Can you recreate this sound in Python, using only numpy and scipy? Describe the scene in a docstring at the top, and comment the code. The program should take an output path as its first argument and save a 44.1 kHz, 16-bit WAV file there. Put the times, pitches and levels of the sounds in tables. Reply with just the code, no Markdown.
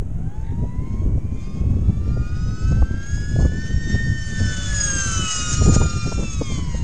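"""In an open field a model aircraft with two electric rotors speeds up, passes a microphone and throttles back.
Rotors: sums of sine partials at multiples of the shaft rates, which swell and fade, each on its own.
Slipstream: two bands of noise that surge and flicker. Wind: lumps of low noise and short pops on the bare capsule.
A brief throbbing rattle of narrow noise comes early; a faint steady noise of the field lies under everything."""
import sys
import numpy as np
from scipy import signal
from scipy.fft import rfft, irfft, next_fast_len
from scipy.io import wavfile

SR = 44100
rng = np.random.default_rng(int(sys.argv[2]) if len(sys.argv) > 2 else 0)


def dump(signal):
    """Clip the signal to [-1, 1] and save it as 16-bit WAV at the path in sys.argv[1]."""
    limited = np.clip(np.atleast_2d(signal).T, -1, 1)
    pcm = np.round(limited * 32767).astype(np.int16)
    wavfile.write(sys.argv[1], SR, pcm)


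N = 301203  # samples

# Levels of the sounds hold ahead of the microphone; its own hiss is added after the roll-off.
# A decay is the time from a peak to 1/e of it.
# Rotors. Blade tones as heard: [t/s, faster rotor f/Hz, slower rotor f/Hz]
BLADE_TONES = [(0.0, 600, 560), (0.125, 652, 622), (0.25, 765, 690), (0.375, 862, 755), (0.5, 912, 815),
               (0.625, 960, 858), (0.75, 990, 887), (0.875, 1039, 936), (1.0, 1074, 958),
               (1.25, 1139, 1025), (1.5, 1198, 1072), (1.75, 1243.5, 1111), (2.0, 1342, 1178.5),
               (2.125, 1389.5, 1202.5), (2.25, 1431, 1223), (2.375, 1457, 1244), (2.625, 1500, 1285),
               (2.875, 1565.5, 1332), (3.0, 1605, 1360.5), (3.125, 1659, 1408), (3.25, 1680, 1440),
               (3.375, 1694.5, 1448), (3.5, 1735.5, 1475), (3.625, 1800.5, 1515), (3.75, 1836.5, 1529.5),
               (3.875, 1828, 1527), (4.06, 1829, 1534), (4.375, 1788.5, 1520), (4.625, 1742, 1493),
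               (4.75, 1698.5, 1457.5), (5.0, 1581, 1369), (5.25, 1480.5, 1290), (5.375, 1450, 1263),
               (5.5, 1430, 1247.5), (5.625, 1413.5, 1239), (5.875, 1390, 1212), (6.125, 1375, 1204),
               (6.25, 1331, 1178), (6.375, 1278, 1137), (6.625, 1101, 1005), (6.75, 1034, 946),
               (6.83, 1009, 925.5)]
# Mean level of the blade tones: [t/s, faster rotor level/dB, slower rotor level/dB]
BLADE_LEVELS = [(0.0, -67, -72), (.25, -54.5, -61), (.375, -49.5, -67), (.5, -51.5, -56), (.7, -48.5, -76),
                (.875, -53, -56), (1.0, -51, -57.5), (1.15, -65, -62), (1.35, -72, -61), (1.5, -54, -57),
                (1.65, -70, -56), (1.87, -58, -62), (1.999, -69, -54.5), (2.13, -51.5, -53),
                (2.27, -48, -49), (2.5, -51.5, -48.5), (2.75, -43.5, -46.5), (2.88, -46, -52),
                (3.12, -39.5, -52.5), (3.4, -42.5, -51.5), (3.63, -37.5, -46), (3.75, -41.5, -52),
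                (3.88, -35, -53), (4.0, -28.5, -52.5), (4.25, -39.5, -50), (4.38, -33, -40.5),
                (4.5, -36, -35.5), (4.63, -49, -40), (4.75, -30.5, -45), (5.0, -31, -44.5),
                (5.13, -34, -31.5), (5.3, -42, -33.5), (5.5, -35.5, -38), (5.63, -47, -36),
                (5.77, -38, -33.5), (5.88, -36, -42.5), (6.0, -42, -41.5), (6.1, -39, -46),
                (6.25, -51, -58), (6.37, -50, -52), (6.5, -49, -47.5), (6.83, -55, -49.5)]
# Reference level of the overtones before surges: [t/s, faster rotor level/dB, slower rotor level/dB]
OVERTONE_LEVELS = [(0.0, -73, -77), (.3, -65.5, -66), (0.701, -67, -70), (1.1, -68, -71),
                   (1.5, -63.5, -63.5), (1.8, -69, -61.5), (2.3, -61.5, -58), (2.65, -56.5, -53.5),
                   (2.9, -63.5, -60), (3.2, -52, -59.5), (3.6, -59.5, -52), (3.95, -55, -51),
                   (4.25, -47.5, -49), (4.55, -50.5, -44.5), (4.9, -36.5, -45), (5.2, -44.5, -41.5),
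                   (5.5, -41, -39.5), (5.9, -44, -41.5), (6.3, -45.5, -48.5), (6.83, -54, -49.5)]
# Overtones, rotor and shaft order: [level/dB relative to the reference at its loudest, dB lost per dB it falls]
OVERTONES = {"fast 6": (-3, 0.88), "fast 9": (-1.8, 1.11), "fast 12": (-1, 1.24), "fast 15": (-4, 1.42),
             "fast 18": (-11.5, 1.4), "fast 21": (-15, 1.6), "fast 24": (-19, 1.3), "slow 6": (-1.5, 0.97),
             "slow 9": (-3, 1.07), "slow 12": (-6.5, 1.21), "slow 15": (-8, 1.32), "slow 18": (-11.5, 1.35),
             "slow 21": (-12.5, 1.6), "slow 24": (-16.5, 1.3)}
# Motor whine, same key and columns: [relative level/dB, dB lost per dB]
WHINE = {"fast 4": (-24.5, 0.57), "fast 7": (-18.5, 0.73), "fast 14": (-15.5, 1.8), "slow 7": (-12.5, 0.75),
         "slow 14": (-19, 0.78)}
# Momentary added swells of a partial: [t/s, rotor and order, level/dB, decay/s]
SWELLS = [(.25, "fast 6", -68, 0.078), (.5, "slow 6", -64, 0.074), (.75, "fast 6", -63, .08),
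          (.75, "slow 9", -75, 0.081), (1.55, "slow 14", -71, .12), (2.1, "fast 4", -64.5, .25),
          (2.12, "fast 21", -58, 0.12), (3.2, "fast 4", -65, 0.52), (3.4, "slow 9", -60.5, 0.062),
          (4.25, "slow 21", -52, .2), (4.62, "slow 21", -45, 0.07), (4.5, "fast 21", -46, .15),
          (4.9, "slow 18", -54, 0.16), (4.88, "fast 15", -61, 0.094), (5.38, "fast 15", -53, .08),
          (5.38, "slow 15", -50, 0.053), (5.75, "slow 15", -58, 0.053), (0.845, "slow 7", -63, 0.14),
          (1.5, "slow 7", -67, 0.36), (1.45, "fast 9", -73, 0.085), (2.295, "slow 6", -59, 0.071),
          (2.496, "slow 12", -62, 0.38), (3.193, "fast 6", -64, 0.3), (3.118, "fast 12", -56, 0.069),
          (3.25, "fast 18", -51, 0.13), (3.3, "slow 21", -46, .1), (2.65, "slow 6", -64, 0.12),
          (2.65, "fast 9", -65, 0.18), (3.247, "fast 9", -62.5, 0.3), (3.63, "fast 9", -59, 0.063),
          (3.65, "slow 6", -59, .1), (3.967, "fast 9", -55.5, 0.24), (3.96, "fast 6", -56, 0.12),
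          (4.19, "slow 6", -52, .15), (4.297, "fast 18", -44, .12), (4.597, "fast 18", -43, 0.1),
          (4.622, "fast 6", -40.5, 0.13), (4.56, "slow 6", -50, 0.12), (4.46, "fast 9", -44.5, 0.059),
          (4.8, "fast 9", -43, 0.04), (4.88, "fast 12", -48.5, 0.22), (4.9, "slow 14", -41.5, 0.17),
          (5.075, "fast 14", -49, 0.2), (5.0, "slow 21", -36, 0.11), (5.178, "fast 21", -24, 0.11),
          (5.282, "fast 6", -33.5, 0.15), (5.22, "slow 6", -46, 0.19), (5.388, "slow 12", -43.5, 0.046),
          (5.33, "fast 4", -51, 0.13), (5.51, "slow 6", -47, 0.063), (5.527, "slow 9", -51, 0.091),
          (5.524, "slow 7", -43.5, 0.071), (5.71, "fast 15", -45.5, 0.15), (5.753, "fast 21", -32, 0.23),
          (5.74, "slow 6", -60, 0.099), (6.09, "slow 6", -54, 0.097), (6.242, "slow 9", -48, 0.082),
          (6.276, "fast 12", -58, 0.043), (6.26, "fast 6", -45.5, 0.03), (6.536, "slow 9", -50, 0.11),
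          (6.507, "slow 6", -51, .08)]
# Momentary sinking of a partial: [t/s, rotor and order, depth/dB, decay/s]
DROPOUTS = [(.7, "slow 6", 14, .2), (1.15, "fast 12", 12, .15), (1.15, "fast 9", 14, 0.09),
            (1.8, "fast 12", 16, .12), (1.8, "fast 15", 12, .15), (2.0, "slow 15", 16, 0.26),
            (2.2, "fast 6", 8, 0.36), (2.25, "slow 7", 8, .25), (2.882, "fast 12", 20, 0.1),
            (2.88, "slow 9", 14, .1), (2.88, "slow 12", 18, .08), (3.2, "slow 9", 10, .15),
            (3.65, "fast 15", 20, 0.17), (3.75, "slow 7", 12, .25), (4.152, "fast 6", 10, 0.14),
            (4.15, "fast 12", 6, 0.37), (4.8, "slow 6", 6, 0.092), (4.882, "slow 9", 15, .08),
            (5.158, "fast 9", 12, 0.22), (5.42, "fast 21", 14, .1), (5.45, "fast 18", 18, .12),
            (5.55, "fast 6", 12, .08), (5.57, "slow 15", 18, .1), (5.78, "fast 6", 12, 0.1),
            (5.9, "slow 15", 12, .06)]
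# Faint tones at the closest approach: [t/s, fast shaft reference level/dB, tone under slow rotor level/dB]
CLOSE_TONES = [(3.4, -75, -80), (3.8, -65, -86), (4.25, -55.5, -82), (4.4, -53, -56), (4.75, -46, -50),
               (5.0, -43.5, -44), (5.2, -51, -47.5), (5.4, -66, -50.5), (5.6, -67, -66)]
# Shaft tones of the fast rotor: [multiple of the shaft rate, level/dB relative to the reference]
SHAFT_ORDERS = [(1, -2.5), (2, -10), (5, -15.5)]
BLADES = 3
UNDERTONE_RATIO = .872  # to the slow blade tone
FADE_DB, FADE_HZ = 4.5, 3.4  # rms depth and corner rate of each partial's own random fading
SURGE_SHARE = 0.59  # how far the partials follow the surges of the hiss body

# Slipstream hiss between its surges: [t/s, body level/dB, treble level/dB]
SLIPSTREAM = [(0.0, -82, -82), (.3, -73, -79), (.8, -70, -77), (1.15, -77, -81), (1.7, -65, -75),
              (2.15, -63, -71), (2.4, -56, -66), (3.0, -56, -66), (3.3, -54, -59), (3.85, -54, -64),
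              (4.17, -54, -58), (4.45, -43.5, -47), (4.8, -39.5, -43), (5.25, -40.5, -40), (5.6, -42, -42),
              (5.85, -46, -51), (6.2, -49, -50), (6.45, -53, -56), (6.83, -54, -61)]
# Surges of the hiss: [t/s, body lift/dB, treble lift/dB, decay/s]
SURGES = [(.4, 2, 6, .06), (.67, 1, 5, 0.046), (.96, 9, 9, 0.12), (1.43, 10.5, 13, 0.084),
          (1.58, 7, 9, .05), (1.85, 1, 1.5, 0.066), (2.08, 5, -5, 0.046), (2.25, 2, 0, .04),
          (2.67, 2, 9.5, 0.069), (3.15, 2, 7.5, 0.088), (3.42, -0.5, 6.5, 0.055), (3.67, 4, 3, .06),
          (3.93, 8, 6, 0.062), (4.08, 0.5, 5, 0.047), (5.12, 1, 2, 0.11), (5.33, 1.5, 7.5, 0.052),
          (5.53, 3, 7.5, 0.033), (5.75, 7.5, 14, 0.016), (6.33, 1.5, 6, .04), (6.53, 4, 9.5, 0.077),
          (6.76, 4, 9, 0.048)]
# Relative noise density of the two hiss bands: [f/Hz, level/dB per Hz]
BODY_SPECTRUM = [(500, -2), (900, -11.5), (1500, -1.5), (2100, -6), (2800, -6.5), (3600, -8), (4600, -11),
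                 (6000, -17.5)]
TREBLE_SPECTRUM = [(3000, -27), (4200, -12), (5200, 1), (6100, -10.5), (6500, 4.5), (6900, -4.5),
                   (7600, -2.5), (8500, -6.5), (9500, -6.5)]

# Wind on the capsule between its lumps: [t/s, rumble level/dB, flutter level/dB]
WIND = [(0.0, -19, -37), (.45, -29.5, -41.5), (.6, -20.5, -34), (.9, -26.5, -36.5), (1.07, -18.5, -31),
        (1.27, -24, -37), (1.45, -27.5, -37.5), (1.68, -18, -31), (2.0, -23, -32.5), (2.2, -18, -32.5),
        (2.6, -24, -33.5), (2.72, -13.5, -32), (3.05, -31, -39.5), (3.3, -19.5, -31.5),
        (3.45, -13.5, -38.5), (3.52, -23.5, -33), (3.9, -23.5, -32.5), (4.3, -23, -35), (4.6, -24, -36),
        (4.9, -25, -35), (5.15, -26, -35), (5.45, -27.5, -36), (5.63, -13, -29), (5.82, -11.5, -28),
        (5.93, -28.5, -34.5), (6.2, -25, -37), (6.45, -26.5, -39.5), (6.83, -23.5, -36.5)]
# Lumps (+) and lulls (-) of the wind: [t/s, rumble change/dB, flutter change/dB, decay/s]
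LUMPS = [(.03, -2, 1, 0.022), (.08, -6.5, -2, 0.032), (.27, 6.5, 0, 0.015), (.33, -11, 2.5, 0.027),
         (.52, 9, 4, 0.013), (.63, 3.5, 6, 0.019), (.71, -6, -3.5, 0.045), (.81, 2, 3.5, 0.034),
         (.88, -10, 5.5, 0.018), (1.18, 7.5, -19, 0.012), (1.71, 11, -6, 0.014), (1.89, 6.5, 9.5, 0.02),
         (2.28, -6.5, -3.2, 0.058), (2.42, 0, -10, 0.049), (2.47, 2, 3.5, 0.022), (2.83, 10.5, -7, 0.022),
         (2.87, -22, -1.5, 0.018), (2.91, 1.5, 2, 0.012), (3.14, 7.5, -5, 0.045), (3.26, -7.5, -9.5, 0.026),
         (3.76, 6, -4, .03), (3.95, 17, 8, 0.011), (4.11, 7.5, 0.1, 0.042), (4.23, -5.5, -11, 0.079),
         (4.35, 0, -2, 0.033), (4.43, 3.5, 6.5, 0.035), (4.56, -5.5, -8, 0.022), (4.72, 3.5, -21, 0.058),
         (5.02, -1, -10, .03), (5.07, 5, 3, 0.018), (5.21, 4, 4.5, .05), (5.31, -11, -14, 0.044),
         (5.69, -0.5, 15.5, 0.034), (5.75, -5, -21, 0.038), (5.96, 10.5, 2, 0.024), (6.01, -1, -14, .02),
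         (6.07, 9.5, 6.5, 0.041), (6.19, 10.5, 13.5, 0.022), (6.33, -6, -8, 0.015), (6.39, 7, -4, 0.026),
         (6.53, 3, 9, 0.043), (6.7, 3, -3, .02), (6.82, 3.5, 3.5, 0.016)]
# Relative noise density of rumble and flutter: [f/Hz, level/dB per Hz]
RUMBLE_SPECTRUM = [(10, -23.5), (20, 3.5), (35, 2), (64, 5), (110, 1.5), (160, -5), (230, -20),
                   (350, -25.5)]
FLUTTER_SPECTRUM = [(120, -7), (200, 2.5), (300, -7.5), (450, -15.5), (650, -25), (1000, -37),
                    (1600, -51.5)]
# Sharp buffets: [centre t/s, peak level/dB less 1 dB, decay/s (capped at 0.02), share of bright noise 0-1]
POPS = [(0.644, -21.5, 0.011, 0.01), (1.034, -28, 0.007, 0.05), (1.107, -35, 0.0072, 0),
        (1.18, -26.5, 0.0058, 0), (1.712, -28.5, 0.013, 0.38), (2.101, -26.5, 0.012, 0.1),
        (2.172, -21.5, 0.0067, 0), (2.724, -21.5, 0.0055, 0.1), (2.782, -27, 0.016, 0.18),
        (2.825, -15.5, 0.0046, 0.66), (2.906, -37, 0.0074, 0.06), (3.178, -31, 0.0043, .3),
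        (3.363, -19, 0.0052, 0), (3.392, -17, 0.006, 0), (3.405, -20, 0.011, 0.23),
        (3.426, -20, .005, 0.15), (3.455, -14.5, 0.013, 0.23), (3.95, -22, 0.0077, 0.05),
        (4.411, -22.5, 0.013, 0.17), (5.62, -10.5, 0.0074, 0.26), (5.662, -18.5, 0.0092, 0.02),
        (5.69, -11.5, 0.015, 0.22), (5.738, -18.5, 0.018, 0.3), (5.767, -9, 0.0041, 0.13),
        (5.818, -12.5, 0.0097, 0.26), (5.851, -24, 0.018, 0.5), (5.937, -26, 0.005, 0.23),
        (5.972, -28, .012, 0), (6.07, -20, 0.014, 0.1), (6.124, -17.5, 0.0056, 0.6),
        (6.201, -22.5, 0.019, 0.23), (6.234, -23.5, 0.0094, 0.2), (6.417, -14.5, 0.0069, 0.21),
        (6.52, -24.5, 0.023, 0.17), (6.589, -22.5, 0.013, 0.23), (6.749, -23, 0.0072, 0)]

# Relative noise density of the field: [f/Hz, level/dB per Hz]
FIELD_SPECTRUM = [(600, 5), (1000, -2), (2100, -10), (3300, -16), (4300, -29), (5200, -28.5), (7200, -22.5),
                  (9000, -17)]
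FIELD_DB = -57
# Brief rough rattle, envelope before its throb: [t/s, level/dB]
RATTLE = [(.42, -80), (.435, -58), (.49, -56), (.53, -60), (.545, -80)]
# Relative noise density of the rattle: [f/Hz, level/dB per Hz]
RATTLE_SPECTRUM = [(1500, -12.5), (1850, 1.5), (2000, 1), (2150, -2), (2700, -19), (3900, -8), (4200, -25)]

PORT_HZ, PORT_Q, PORT_DB = 6530, 2.98, 11.5  # resonance of the sound port
ROLL_OFF_HZ, ROLL_OFF_DB = 9700, 36  # stopband edge and attenuation
CUTOFF_HZ = 14500  # stopband edge of the final low-pass
SELF_NOISE_DB, SELF_NOISE_HZ = -75, (8360, 13200)
TOP = 1.1  # ceiling of the rounded peaks, full scale = 1
OFFSET = -.038  # constant bias, full scale = 1
RUN_IN = 2000  # samples that settle the filters


def amp(db):
    """A level in decibels is twenty times the logarithm of the gain."""
    return 10 ** (np.asarray(db) / 20)


def rms_one(x):
    """Division by the root mean square gives unit effective amplitude."""
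    return x / np.sqrt(np.mean(x ** 2) + 1e-20)


def in_time(rows):
    """Linear interpolation turns each column after t/s into a curve at the sample rate."""
    s, *columns = np.transpose(rows)
    return np.array([np.interp(np.arange(N) / SR, s, c) for c in columns])


def bell(s, decay):
    """A Gaussian window of height 1 is centred on s."""
    return np.exp(-((np.arange(N) / SR - s) / decay) ** 2)


def bumps(rows):
    """Gaussian lifts in dB superpose into two curves."""
    out, t = np.zeros((2, N)), np.arange(N) / SR
    for s, first, second, decay in rows:
        near = slice(max(round((s - .3) * SR), 0), round((s + .3) * SR))
        window = np.exp(-((t[near] - s) / decay) ** 2)
        out[:, near] += np.outer([first, second], window)
    return out


def drift(rate):
    """A double one-pole low-pass, each pole at `rate` in Hz, makes slow noise of rms 1."""
    step = 40  # samples between the coarse values
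    r = np.exp(-2 * np.pi * rate * step / SR)
    coarse = rng.standard_normal(N // step + 2002)
    slow = signal.lfilter([1], [1, -2 * r, r * r], coarse)[2000:]
    return np.interp(np.arange(N) / step, np.arange(len(slow)), rms_one(slow))


def coloured(spectrum):
    """White noise weighted by a spectral density, steep outside its ends, is coloured noise; rms 1."""
    size = next_fast_len(N)
    hz, db = np.transpose(spectrum)
    log_bins = np.log(np.arange(1, size // 2 + 2) * SR / size)
    log_hz = np.log([hz[0] / 2, *hz, hz[-1] * 2])
    shape = amp(np.interp(log_bins, log_hz, [db[0] - 43.5, *db, db[-1] - 44]))
    return rms_one(irfft(rfft(rng.standard_normal(size)) * shape, size)[:N])


def tone(turns, level_db, flicker_db, wobble):
    """Turbulent air modulates the level of a sine partial and its phase (wobble in rad rms)."""
    phase = 2 * np.pi * (turns + rng.random()) + wobble * drift(10.4)
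    return np.sqrt(2) * amp(level_db + flicker_db * drift(27)) * np.sin(phase)


def partial_db(name, under_db, loss, levels):
    """Each partial scales with its rotor's overtone level by its own exponent, fades, sinks and swells."""
    level_db = levels[name[:4]]
    loudest_db = level_db.max()
    sunk_db = FADE_DB * np.abs(drift(FADE_HZ))
    for s, who, depth_db, decay in DROPOUTS:
        if who == name:
            sunk_db += depth_db * bell(s, decay)
    gain = amp(loudest_db + under_db + loss * (level_db - loudest_db) - sunk_db)
    for s, who, peak_db, decay in SWELLS:
        if who == name:
            gain += amp(peak_db) * bell(s, decay)
    return 20 * np.log10(gain)


def rotors(shafts, levels):
    """Passing blades radiate harmonics of the blade rate; higher ones flicker and wobble more."""
    out = np.zeros(N)
    for name, level_db in zip(shafts, in_time(BLADE_LEVELS)):
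        out += tone(BLADES * shafts[name], level_db, flicker_db=1.56, wobble=0.47)
    for name, (under_db, loss) in OVERTONES.items():
        order = int(name[5:])
        level_db = partial_db(name, under_db, loss, levels)
        out += tone(order * shafts[name[:4]], level_db,
                    flicker_db=1.0 + 0.19 * order, wobble=0.1 * order)
    return out


def motors(shafts, levels):
    """Magnet forces whine at shaft orders (seven pole pairs a turn); faint shaft tones join close by."""
    out = np.zeros(N)
    for name, (under_db, loss) in WHINE.items():
        level_db = partial_db(name, under_db, loss, levels)
        out += tone(int(name[5:]) * shafts[name[:4]], level_db, flicker_db=2.5, wobble=1.0)
    shaft_db, under_db = in_time(CLOSE_TONES)
    for order, db in SHAFT_ORDERS:
        out += tone(order * shafts["fast"], shaft_db + db, flicker_db=.7, wobble=.2)
    undertone_turns = UNDERTONE_RATIO * BLADES * shafts["slow"]
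    return out + tone(undertone_turns, under_db, flicker_db=.8, wobble=.3)


def slipstream(surge_db):
    """Turbulent flow radiates broadband noise; both bands flicker together, the treble more."""
    body_db, treble_db = in_time(SLIPSTREAM) + surge_db
    flicker_db = 1.6 * drift(35)
    body = amp(body_db + 0.73 * flicker_db) * coloured(BODY_SPECTRUM)
    treble = amp(treble_db + flicker_db) * coloured(TREBLE_SPECTRUM)
    return body + treble


def aircraft():
    """Integrated rotation rate gives shaft angle, the common phase of each rotor's partials."""
    names = ["fast", "slow"]
    turns = np.cumsum(in_time(BLADE_TONES), axis=1) / SR / BLADES
    shafts = dict(zip(names, turns))
    surge_db = bumps(SURGES)
    levels = dict(zip(names, in_time(OVERTONE_LEVELS) + SURGE_SHARE * surge_db[0]))
    return rotors(shafts, levels) + motors(shafts, levels) + slipstream(surge_db)


def wind():
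    """Eddies on the capsule come in lumps that swell rumble and flutter together, the flutter most."""
    rumble_db, flutter_db = in_time(WIND) + bumps(LUMPS)
    lumps = drift(46)
    rumble = amp(rumble_db + 0.84 * lumps) * coloured(RUMBLE_SPECTRUM)
    flutter = amp(flutter_db + 2.77 * lumps + 0.9 * drift(5.2)) * coloured(FLUTTER_SPECTRUM)
    return rumble + flutter


def field_hiss():
    """Stationary coloured noise of constant rms level forms the background."""
    return amp(FIELD_DB) * coloured(FIELD_SPECTRUM)


def rattle():
    """A squared sine modulates narrow noise, so that it throbs 48 times a second."""
    throb = np.sin(np.pi * 48.0 * np.arange(N) / SR) ** 2
    return amp(in_time(RATTLE)[0]) * (0.36 + throb) * coloured(RATTLE_SPECTRUM)


def pops():
    """An eddy bursting on the capsule is a Gaussian puff of noise; sharp ones reach higher in frequency."""
    out = np.zeros(N)
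    dull = coloured([(150, 4), (300, -3), (500, -7.5), (800, -21.5)])
    bright = coloured([(300, -0.5), (600, 1.5), (1000, -3), (1600, -17.5)])
    for s, db, decay, sharp in POPS:
        near = slice(round((s - .05) * SR), min(round((s + .05) * SR), N))
        age = (np.arange(near.start, near.stop) / SR - s) / min(decay, .02)
        puff = np.exp(-age ** 2) * (dull[near] + sharp * bright[near])
        out[near] += amp(db + 1.0) * puff / np.abs(puff).max()
    return out


def scene():
    """Sound pressures of independent sources superpose at one microphone."""
    return (aircraft() + wind() + field_hiss() + rattle() + pops())[None]


def record(dry):
    """The port resonates, the treble rolls off, peaks saturate; the circuit adds hiss and a bias."""
    w, lift = 2 * np.pi * PORT_HZ / SR, amp(PORT_DB / 2)
    width = np.sin(w) / 2 / PORT_Q
    zeros = [1 + width * lift, -2 * np.cos(w), 1 - width * lift]
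    poles = [1 + width / lift, -2 * np.cos(w), 1 - width / lift]
    x = signal.lfilter(zeros, poles, np.pad(dry, ((0, 0), (RUN_IN, 0)), "reflect"))
    roll_off = signal.cheby2(10, ROLL_OFF_DB, ROLL_OFF_HZ, fs=SR, output="sos")
    x = signal.sosfilt(roll_off, x)[:, RUN_IN:]
    hiss_band = signal.butter(4, SELF_NOISE_HZ, "band", fs=SR, output="sos")
    hiss = signal.sosfilt(hiss_band, rng.standard_normal(N))
    x = TOP * np.tanh(x / TOP) + amp(SELF_NOISE_DB) * rms_one(hiss)
    cutoff = signal.cheby2(12, 60, CUTOFF_HZ, fs=SR, output="sos")
    return signal.sosfilt(cutoff, x) + OFFSET


dry = scene()
out = record(dry)
dump(out)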